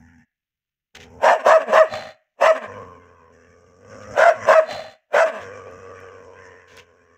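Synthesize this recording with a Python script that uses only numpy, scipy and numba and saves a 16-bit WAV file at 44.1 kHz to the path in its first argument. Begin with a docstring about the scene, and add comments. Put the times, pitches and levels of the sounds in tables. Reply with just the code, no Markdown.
"""A large dog in a yard between a steel gate and a concrete wall, close to a phone: a faint growl opens, then
three barks, a snarl, a bark, a long growl, two barks, a snarl, a last bark and a growl that dies down.
Each bark is a pitched tone mixed with chopped noise: it shoots up as a hoarse roar, clears, and sinks back.
Growls are slow pulses ringing the throat and mouth; snarls are rattling air dragged in through bared teeth.
Between them grit crunches underfoot as shaped noise, and echoes follow every sound over a faint air noise."""
import sys
import numpy as np
from scipy import signal
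from scipy.fft import rfft, irfft
from scipy.io import wavfile
from scipy.ndimage import uniform_filter1d
from numba import njit

SR = 44100
rng = np.random.default_rng(int(sys.argv[2]) if len(sys.argv) > 2 else 0)


def store_pcm(level_fs):
    """Save levels as 16-bit WAV."""
    pcm = np.round(np.clip(level_fs, -1, 1) * 32767).astype(np.int16)
    wavfile.write(sys.argv[1], SR, np.atleast_2d(pcm).T)


N = 316197
T = np.arange(N) / SR


def bark():
    """Hard-driven vocal folds swing between chaos and a clean tone, heard through the wide open mouth."""
    # low part of the voice: (frequency [Hz], relative strength [dB])
    body_points = [(80, -44), (160, -24), (250, -14), (330, -24), (450, -10.5), (560, 4.5), (640, 6),
                   (760, -1.5), (900, -23), (1300, -45.5)]
    # hoarse upper part of the voice: (frequency [Hz], relative strength [dB])
    rasp_points = [(1500, -25), (2300, 8.5), (2750, 2), (3300, -8), (3900, -4.5), (4700, -6), (5600, -2.5),
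                   (6600, -10.5), (8000, -11), (9300, -30.5), (12000, -25.5), (15000, -38)]
    db, hz, rough, second_hz, second_db, third_hz, third_db, rasp_db = voice_controls()
    rough = np.clip(rough, 0, 1)
    shaky_hz = hz * (1 + 0.0906 * rough * wander(220))
    phase = 2 * np.pi * np.cumsum(shaky_hz) / SR
    tone = unit(sum(np.sin(k * phase) / k ** 1.4 for k in np.arange(1, 5)))
    # roughness weakens the tone and makes it flutter
    tone = (1 - rough) * tone * (1 + 1.15 * rough * wander(170))

    # the lips and false folds flap unevenly and chop the airflow
    _, puffs = flaps(np.full(N, 150.), jitter=0.47, scatter_db=2.5, open_share=0.58)
    chaos = unit((puffs + 0.91) * noise())
    source = tone + (1.7 * rough ** 0.98 + 0.019) * chaos

    # the lowest resonance climbs with the pitch as the jaw drops
    lowest = formant(source, np.clip(hz, 480, 670), width_hz=120)
    body = colour(source + 0.55 * tone, body_points) + 0.41 * lowest
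    second = formant(source, second_hz, width_hz=305)
    third = formant(source, third_hz, width_hz=400)
    third = third + 0.24 * formant(source, 1.243 * third_hz, width_hz=700)
    rasp = upper_throat(source + 0.1 * chaos, second_hz / 2, restless=0.024)
    rasp = upper_throat(rasp, third_hz / 2, restless=0.084)
    rasp = colour(rasp, rasp_points)

    # as the jaw closes, side pockets of the throat swallow the band near 4 kHz;
    # a lower level stands for a more closed jaw
    closed = np.interp(db, [-23, -14], [1, .1])
    for pocket_hz in (3700., 3950., 4250., 4600.):
        rasp = rasp - closed * svf(rasp, np.full(N, pocket_hz), 1200.0)

    parts = [(body, .2), (second, second_db - .3), (third, third_db + 0.42), (rasp, rasp_db + 0.15)]
    voice = sum(even(x, window_s=0.021) * undb(db + share_db) for x, share_db in parts)
    # the wide open mouth radiates almost nothing below 50 Hz
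    return signal.sosfilt(signal.butter(2, 50, "high", fs=SR, output="sos"), voice)


def voice_controls():
    """One throat makes all barks and grunts: the strongest push of the moment takes it over."""
    # barks: (start of hold [s], attack [s], hold [s], fall [s], top pitch [Hz], base level [dB],
    # swell over the hold [dB], share of the hold before it clears [0-1], roughness once cleared [0-1],
    # second resonance [Hz], its base share [dB], third resonance [Hz], its base share [dB],
    # base share of the rasp [dB])
    bark_rows = [(1.243, .048, 0.088, 0.046, 692.5, -12.5, 0, 0.82, .5, 910, -3, 1666, -10, -19),
                 (1.469, .048, 0.092, 0.03, 659.3, -10.5, 0, .66, 0.15, 1082, -5, 1650, -11.5, -19.5),
                 (1.735, 0.051, 0.079, .042, 641, -12.5, 2.5, 0.74, 0.08, 1078, -4, 1740, -10, -19.5),
                 (2.42, .034, .086, .016, 654, -12.5, 3.5, 0.66, 0.1, 1053, -5.5, 1845, -11.5, -17.5),
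                 (4.185, .058, .108, .036, 680.4, -12, 3, .42, 0.35, 1039, -8.5, 1519, -6, -19),
                 (4.489, .052, 0.099, 0.025, 648.4, -11, -0.5, 0.5, 0.12, 1086, -5, 1605, -9.5, -20),
                 (5.146, 0.035, .088, .017, 656.3, -12.5, 3.5, 0.67, 0.26, 989, -9.5, 1540, -8.5, -18.5)]
    # grunts, weak last pushes between and after barks: (middle [s], length [s], pitch at the middle [Hz],
    # level at the middle [dB], share of the upper resonances [dB])
    grunt_rows = [(1.405, .05, 266.1, -34.5, 0), (1.613, 0.053, 286.9, -26.5, -5),
                  (1.703, .055, 214.9, -23, -7.5), (2.566, 0.0454, 269.2, -30, 0.5),
                  (2.642, .058, 210, -33, -1.5), (4.63, .035, 311, -34, -4), (5.274, .065, 312, -26, -2),
                  (5.362, 0.12, 207.5, -34, -2)]
    # a curve point every 32 samples is enough
    t = T[::32]
    pushes = [bark_course(t, *row) for row in bark_rows]
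    pushes += [grunt_course(t, *row) for row in grunt_rows]
    pushes = np.array([np.broadcast_arrays(*push) for push in pushes])
    levels = pushes[:, :1]
    # the fourth power lets the strongest push win clearly
    lead = undb(levels - levels.max(axis=0)) ** 4
    blended = (lead * pushes).sum(axis=0) / lead.sum(axis=0)
    return [np.interp(T, t, curve) for curve in blended]


# roughness of a bark's tail and of the grunts (0 = clean, 1 = chaos)
TAIL_ROUGH = 0.434


def bark_course(t, start, attack_s, hold_s, fall_s, top_hz, db, swell_db, clears, clear_rough,
                second_hz, second_db, third_hz, third_db, rasp_db):
    """One bark: level, pitch, roughness, the two upper resonances with their shares, and the rasp."""
    # pitch leaps from a low note and arches over the hold
    low_hz, leap_s, arch, crest_share = 225.4, 0.014, .38, .69
    # it starts as a roar and clears part way through the hold
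    roar_rough, clearing_share = 0.866, 0.13
    # the level climbs through the attack, drops when the push ends and then fades
    attack_db, drop_db, drop_share, fade_db_per_s = 40, 20, 0.74, 153
    # pitch and level let go gently at first, then quickly (exponent of the fall)
    fall_roundness = 1.4
    # the jaw gapes mid-bark, moving power from the lowest resonance to the parts above
    gape_dip_db, gape_second_db, gape_third_db, gape_rasp_db = 2, 4.5, 6, 1
    # a cleared voice is duller, a tail brighter
    clear_dull_db, tail_bright_db = 2, 6

    early = np.maximum(start - t, 0)
    late = np.maximum(t - start - hold_s, 0)
    along = np.clip((t - start) / hold_s, 0, 1)
    gape = np.sin(np.pi * along) ** 2
    spent = 1 - np.exp(-(late / (drop_share * fall_s)) ** fall_roundness)
    cleared = (1 + np.tanh((along - clears) / clearing_share)) / 2

    level = db + swell_db * (along - .5) - gape_dip_db * gape
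    level = level - attack_db * early / attack_s - drop_db * spent - fade_db_per_s * late
    arch_hz = top_hz * (1 - arch * (along - crest_share) ** 2)
    hz = low_hz + (arch_hz - low_hz) * np.exp(-early / leap_s - (late / fall_s) ** fall_roundness)
    rough = roar_rough + (clear_rough - roar_rough) * cleared
    rough = rough + (TAIL_ROUGH - clear_rough) * spent ** 2
    bright_db = tail_bright_db * spent - clear_dull_db * cleared
    # the upper two resonances glide upwards over the hold
    glide = 1 + 0.052 * (along - .5)
    return (level, hz, rough,
            second_hz * glide, second_db + gape_second_db * gape + bright_db,
            third_hz * glide, third_db + gape_third_db * gape + bright_db,
            rasp_db + gape_rasp_db * gape + bright_db)


def grunt_course(t, middle, length_s, hz, db, upper_db):
    """One grunt: the same controls for a short, hoarse swell on a sagging pitch."""
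    sag_per_s, edge_db = 3, 9.5
    second_hz, third_hz, third_db, rasp_db = 1120, 1647, -1.5, -13.5
    since = np.clip(t - middle, -length_s, length_s)
    level = db - edge_db * (2 * (t - middle) / length_s) ** 2
    return (level, hz * np.exp(-sag_per_s * since), TAIL_ROUGH,
            second_hz, upper_db, third_hz, upper_db + third_db, upper_db + rasp_db)


def growl():
    """Slow fold pulses ring chest, throat and mouth; air hisses over the teeth once a cycle."""
    # colours of the chest, the teeth and the hiss: (frequency [Hz], relative strength [dB])
    chest_points = [(35, -29.5), (65, -1.5), (92, 6), (135, 4), (175, -2.5), (250, 5.5), (330, -37),
                    (500, -51.5)]
    teeth_points = [(900, -58.5), (1400, 3), (1650, -2), (1950, 1.5), (2400, -8), (2850, -12.5),
                    (3300, -19.5), (3900, -57), (5000, -52.5)]
    hiss_points = [(3500, -45), (4700, -17.5), (5500, 5.5), (6600, -0.5), (8100, -10.5), (9200, -29),
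                   (15000, -43.5)]
    gate, hz, throat_hz, mouth_hz, teeth_hz, db, chest_db, mouth_db, teeth_db, hiss_db = growl_controls()
    pulses, puffs = flaps(hz, jitter=.06, scatter_db=3.5, open_share=0.46)
    pulses = unit(pulses)
    air = unit((puffs + 0.23) * noise())

    # mouth and nose are two pipes of unlike length, so their high resonances lie unevenly
    bright = upper_throat(.25 * pulses + air, 1.25 * throat_hz, restless=0.045)
    bright = upper_throat(bright, teeth_hz / 2, restless=0.086)

    chest = colour(pulses + 0.66 * air, chest_points)
    throat = formant(pulses + 0.39 * air, throat_hz, width_hz=119)
    throat = throat + 0.092 * formant(pulses + air, 0.53 * throat_hz, width_hz=430)
    mouth = formant(pulses + 0.8 * air, mouth_hz, width_hz=130)
    teeth_source = colour(.5 * pulses + air, [(2800, 1.0), (3900, -13.5)])
    teeth = colour(bright, teeth_points) + 2.8 * formant(teeth_source, teeth_hz, width_hz=370)
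    hiss = colour(bright, hiss_points)

    parts = [(chest, chest_db - .2), (throat, .3), (mouth, mouth_db),
             (teeth, teeth_db - .2), (hiss, hiss_db - .2)]
    voice = 0
    for x, share_db in parts:
        # each part wavers in strength on its own
        waver_db = 1.58 * wander(11)
        voice = voice + even(x, window_s=0.011) * undb(db + share_db + waver_db)
    return gate * voice


def growl_controls():
    """Gate and controls of the growls; the resonances and the hiss follow pitch and lips."""
    # growls in phrases; a long growl may run on through two phrases: (time [s], pitch [Hz],
    # base level [dB], mouth resonance [Hz], brightness from bared teeth [dB])
    curves = [
        [(0.0, 81.3, -71.5, 790, 5), (0.036, 82.38, -73.5, 850, 13), (0.22, 79.22, -78, 810, 19.5)],
        [(0.97, 80.1, -51.5, 780, -16), (1.068, 79.8, -52, 785, -11), (1.19, 87.9, -49.5, 900, -18)],
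        [(2.69, 101.8, -40, 1010, -2.5), (2.79, 101, -39, 1060, -12.5), (2.85, 91.44, -42, 1056, -15.5),
         (3.072, 84.66, -54.5, 1080, -6), (3.32, 88.52, -55, 1020, -8.5)],
        [(3.33, 82.3, -55.5, 1080, -6.5), (3.404, 86.2, -55, 1168, -3.5), (3.778, 91.75, -55.5, 1164, -13),
         (3.954, 106, -40, 1160, -8), (4.062, 102.7, -41.5, 1210, -8.5), (4.14, 113.6, -36.5, 1270, -10.5)],
        [(4.37, 116, -43.5, 1130, -7), (4.408, 105.1, -44.5, 1068, 5), (4.45, 107.7, -37.5, 1084, 5.5)],
        [(5.42, 95.8, -38.5, 1120, -3), (5.57, 96.37, -40, 1130, -7), (5.608, 92.35, -41, 1167, -10.5),
         (6.04, 93.2, -43.5, 1155, -6), (6.05, 91.33, -44, 1180, -6.5), (6.314, 92.5, -46.5, 1000, -13.5),
         (6.422, 93.25, -46.5, 1060, 0.5), (6.46, 88.25, -46.5, 1012, -1.5), (6.65, 90.7, -54, 1050, 1)],
        [(6.66, 88, -56, 1056, -1.5), (6.774, 91.8, -48, 1020, -6), (6.846, 86.2, -57.5, 1055, -7),
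         (7.16, 84, -59.5, 1120, -3)],
    ]
    # how the dog holds each phrase: (share of the chest [dB], of the mouth [dB], base share of the hiss [dB])
    postures = [(24, 8, -4.5), (3.5, -4, -13.5), (-3.5, -1.5, -19.5), (-2.5, -8.5, -12), (-3, 5, -9),
                (-8, -5, -17.5), (-6, -5.5, -16)]
    phrases = [[(*point, *posture) for point in curve] for curve, posture in zip(curves, postures)]
    gate, hz, db, mouth_hz, teeth_db, chest_db, mouth_db, hiss_db = controls(phrases, fade_s=0.033)
    # the throat resonance is 474.6 Hz at a pitch of 91.2 Hz and rises with the pitch
    throat_hz = 474.6 * (hz / 91.2) ** 0.53
    # drawing the lips back raises the teeth resonance, up to 1764 Hz, and the hiss
    teeth_hz = 1764 + 26.5 * np.minimum(teeth_db, 0)
    hiss_db = hiss_db + 0.35 * teeth_db
    return gate, hz, throat_hz, mouth_hz, teeth_hz, db, chest_db, mouth_db, teeth_db, hiss_db


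def snarl():
    """Air dragged inwards rattles the soft palate and whistles between the teeth."""
    # pulls of air: (time of the peak [s], length [s], base level [dB], whistle relative to the pull [dB])
    pulls = [(1.935, 0.18, -25, -5.5), (4.71, 0.22, -26, -3.5)]
    # the soft palate slaps during a snarl: (time [s], base level [dB])
    slaps = [(1.948, -56.5), (1.983, -31), (4.69, -27), (4.749, -26), (4.792, -28), (4.842, -32.5)]
    # gaps between the teeth: (frequency [Hz], width of each filter pass [Hz], relative strength [dB])
    tooth_gaps = [(3480, 240, 1.5), (4070, 260, 6.5), (4480, 300, -6)]
    # colours of the throat and the whistle: (frequency [Hz], relative strength [dB])
    throat_points = [(35, -27.5), (60, -32.5), (96, -8.5), (168, -20), (241, -10), (369, -31.5), (613, 3),
                     (699, -7.5), (771, 1.5), (879, -17.5), (1240, -12), (1370, -15.5), (1870, -10),
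                     (2060, -16.5), (3000, -24), (3900, -59.5), (6600, -120)]
    whistle_points = [(2200, -20.5), (3000, -3), (3900, -12), (5150, -18.5), (5700, -15.5), (7000, -17.5),
                      (8600, -26.5), (9500, -35), (15000, -34)]
    attack_db_per_s, fade_db_per_s, release_db_per_s = 412, 86.5, 400.5

    pull, whistle_pull = 0, 0
    for start, length_s, db, whistle_db in pulls:
        since = T - start
        db = db + np.minimum(attack_db_per_s * since, -fade_db_per_s * since)
        # past its length the fade steepens
        db = db - release_db_per_s * np.maximum(since - length_s, 0)
        pull = pull + undb(db)
        whistle_pull = whistle_pull + undb(db + whistle_db)

    _, puffs = flaps(np.full(N, 60.), jitter=.3, scatter_db=3, open_share=.35)
    air = (puffs + 0.4) * noise()
    throat = even(colour(air, throat_points), window_s=0.11) * pull * undb(-2.0)
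    whistle = sum(undb(gap_db) * formant(air, np.full(N, float(hz)), width) for hz, width, gap_db in tooth_gaps)
    teeth = even(colour(air, whistle_points) + 0.7 * whistle, window_s=0.0097)
    teeth = teeth * whistle_pull * undb(-6.0)
    slap_noise = strikes(slaps, decay_s=0.006) * noise()
    palate = formant(slap_noise, np.full(N, 720.), width_hz=180) * undb(26)
    return throat + teeth + palate


def steps():
    """Feet slide over loose grains; now and then one snaps."""
    # steps on grit: (time [s], length [s], level of the push [dB])
    scuffs = [(0.949, 0.028, -37), (0.997, 0.057, -46), (4.023, 0.021, -53), (5.405, 0.041, -47.5),
              (6.679, 0.06, -54), (6.721, 0.084, -59), (6.772, 0.04, -45)]
    # grit snapping underfoot: (time [s], starting level [dB])
    ticks = [(.951, -48.5), (5.713, -56), (6.003, -50), (6.769, -39)]
    # colour of the grit: (frequency [Hz], relative strength [dB])
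    grit_points = [(300, -10.5), (900, -11.5), (1600, 2.5), (3000, 4.5), (4500, -7), (6500, -4.5),
                   (9000, -25.5), (15000, -26)]
    push = 0
    for s, length, db in scuffs:
        times = [s - .002, s + 0.0035, s + 0.66 * length, s + length, s + length + 0.039]
        push = push + undb(db) * np.interp(T, times, [0.00061, .8, 1, 0.21, 0.0014])
    grains = unit(colour(noise() * undb(4 * wander(400)), grit_points))
    snap_noise = unit(formant(noise(), np.full(N, 5500.), width_hz=14000))
    return push * grains + strikes(ticks, decay_s=.0009) * snap_noise


def yard(x, wet_db, t60_s, slap_db):
    """Ground, gate and wall answer at once; a thin tail lingers between them."""
    # colour of the echoes: (frequency [Hz], relative strength [dB])
    echo_points = [(60, -30.5), (250, -16.5), (450, -18), (640, 8), (850, -9.5), (2000, 7.5), (3000, 1.5),
                   (3800, -15.5), (4700, -16), (5600, -7), (7000, -5), (14000, -24.5)]
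    # the tail sinks by 60 dB in t60_s
    tail = noise() * np.exp(-np.log(1000) * T / t60_s) * np.clip(T / 0.012, 0, 1)
    echoes = undb(wet_db) * tail / np.sqrt(np.sum(tail ** 2))
    for lag_s, share in [(.0034, 0.75), (.0115, 1), (.019, .5)]:
        echoes[int(lag_s * SR)] += share * undb(slap_db)
    return x + colour(signal.fftconvolve(x, echoes)[:N], echo_points)


def still_air():
    """Nearly still air: a very faint, steady coloured noise."""
    # colour of the air: (frequency [Hz], relative strength [dB])
    air_points = [(30, 6), (150, 1.5), (400, -13), (2500, -37), (9000, -26.5), (15000, -13.5)]
    return undb(-90.5) * unit(colour(noise(), air_points))


def flaps(hz, jitter, scatter_db, open_share):
    """Slack tissue slapping shut: a pulse per cycle, and the puff of air that follows it."""
    turns = np.cumsum(hz * np.exp(jitter * wander(70))) / SR
    cycle = turns.astype(int)
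    size = undb(scatter_db * rng.standard_normal(cycle[-1] + 1))[cycle]
    pulses = np.diff(cycle, prepend=0) * size
    puffs = np.exp(-(turns % 1) / open_share) * size
    return pulses, puffs


def upper_throat(x, spacing_hz, restless):
    """The high resonances drift as tongue and lips move."""
    drifting_hz = spacing_hz * (1 + restless * wander(4))
    return tube(x, np.clip(drifting_hz, 200, 2000), .45)


@njit
def tube(x, spacing_hz, feedback):
    """Sound bouncing along the throat: a row of resonances that slide with its length."""
    y = x.copy()
    for i in range(400, len(x)):
        # read between two samples, one round trip ago
        place = i - SR / spacing_hz[i]
        j = int(place)
        y[i] += feedback * (y[j] + (place - j) * (y[j + 1] - y[j]))
    return y


def formant(x, hz, width_hz):
    """A resonance with steep skirts: the same band-pass twice."""
    once = svf(x, hz, float(width_hz))
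    return svf(once, hz, float(width_hz))


@njit
def svf(x, hz, width):
    """Band-pass with a moving centre, gain 1 there."""
    y, band, low = np.empty(len(x)), 0., 0.
    for i in range(len(x)):
        g, k = np.tan(np.pi * hz[i] / SR), width / hz[i]
        v = (band + g * (x[i] - low)) / (1 + g * (g + k))
        band = 2 * v - band
        low = low + 2 * g * v
        y[i] = k * v
    return y


def strikes(table, decay_s):
    """Sudden pushes that die away."""
    return sum(undb(db) * (T >= s) * np.exp(-np.abs(T - s) / decay_s) for s, db in table)


def controls(tables, fade_s):
    """The columns of several phrases as curves, after a gate that is open while a phrase lasts."""
    s, *columns = np.vstack(tables).T
    gates = []
    for phrase in tables:
        first, last = phrase[0][0], phrase[-1][0]
        gates.append(np.interp(T, [first - fade_s, first, last, last + fade_s], [0, 1, 1, 0]))
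    return [np.max(gates, axis=0)] + [np.interp(T, s, c) for c in columns]


def colour(x, points):
    """Filter through (frequency [Hz], gain [dB]) points that never sounds ahead of its input."""
    hz, db = np.transpose(points)
    size = 4096
    bin_hz = np.arange(size // 2 + 1) * SR / size
    log_gain = np.log(undb(np.interp(np.log(bin_hz + 1), np.log(hz), db)))
    # folding the cepstrum forwards gives the filter its minimum delay
    cepstrum = irfft(log_gain)
    cepstrum[1:size // 2] *= 2
    cepstrum[size // 2 + 1:] = 0
    return signal.fftconvolve(x, irfft(np.exp(rfft(cepstrum))))[:N]


def even(x, window_s):
    """Unit power over every short window; faster grain stays."""
    size = max(int(window_s * SR), 8)
    power = uniform_filter1d(uniform_filter1d(x * x, size), size)
    return x / np.sqrt(np.abs(power) + 1e-12)


def wander(rate_hz):
    """Smooth chance of unit spread: noise kept below the given rate."""
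    return unit(signal.sosfilt(signal.butter(2, rate_hz, fs=SR, output="sos"), noise()))


def unit(x):
    """Scale to unit power."""
    return x / np.sqrt(np.mean(x ** 2))


def noise():
    """White noise of unit power."""
    return rng.standard_normal(N)


def undb(db):
    """Decibels to gain."""
    return 10 ** (np.asarray(db) / 20)


def scene():
    """The dog and its steps in the yard, over nearly still air."""
    dog = bark() + growl() + snarl() + steps()
    echoed = yard(dog, wet_db=-17.5, t60_s=0.41, slap_db=-19.0)
    return (echoed + still_air())[None]


def record(dry):
    """The phone rounds the loudest peaks and cuts the top."""
    rounded = dry / (1 + (dry / .92) ** 6) ** (1 / 6)
    top_hz = 15600
    return signal.sosfilt(signal.ellip(10, .2, 80, top_hz, fs=SR, output="sos"), rounded)


dry = scene()
out = record(dry)
store_pcm(out)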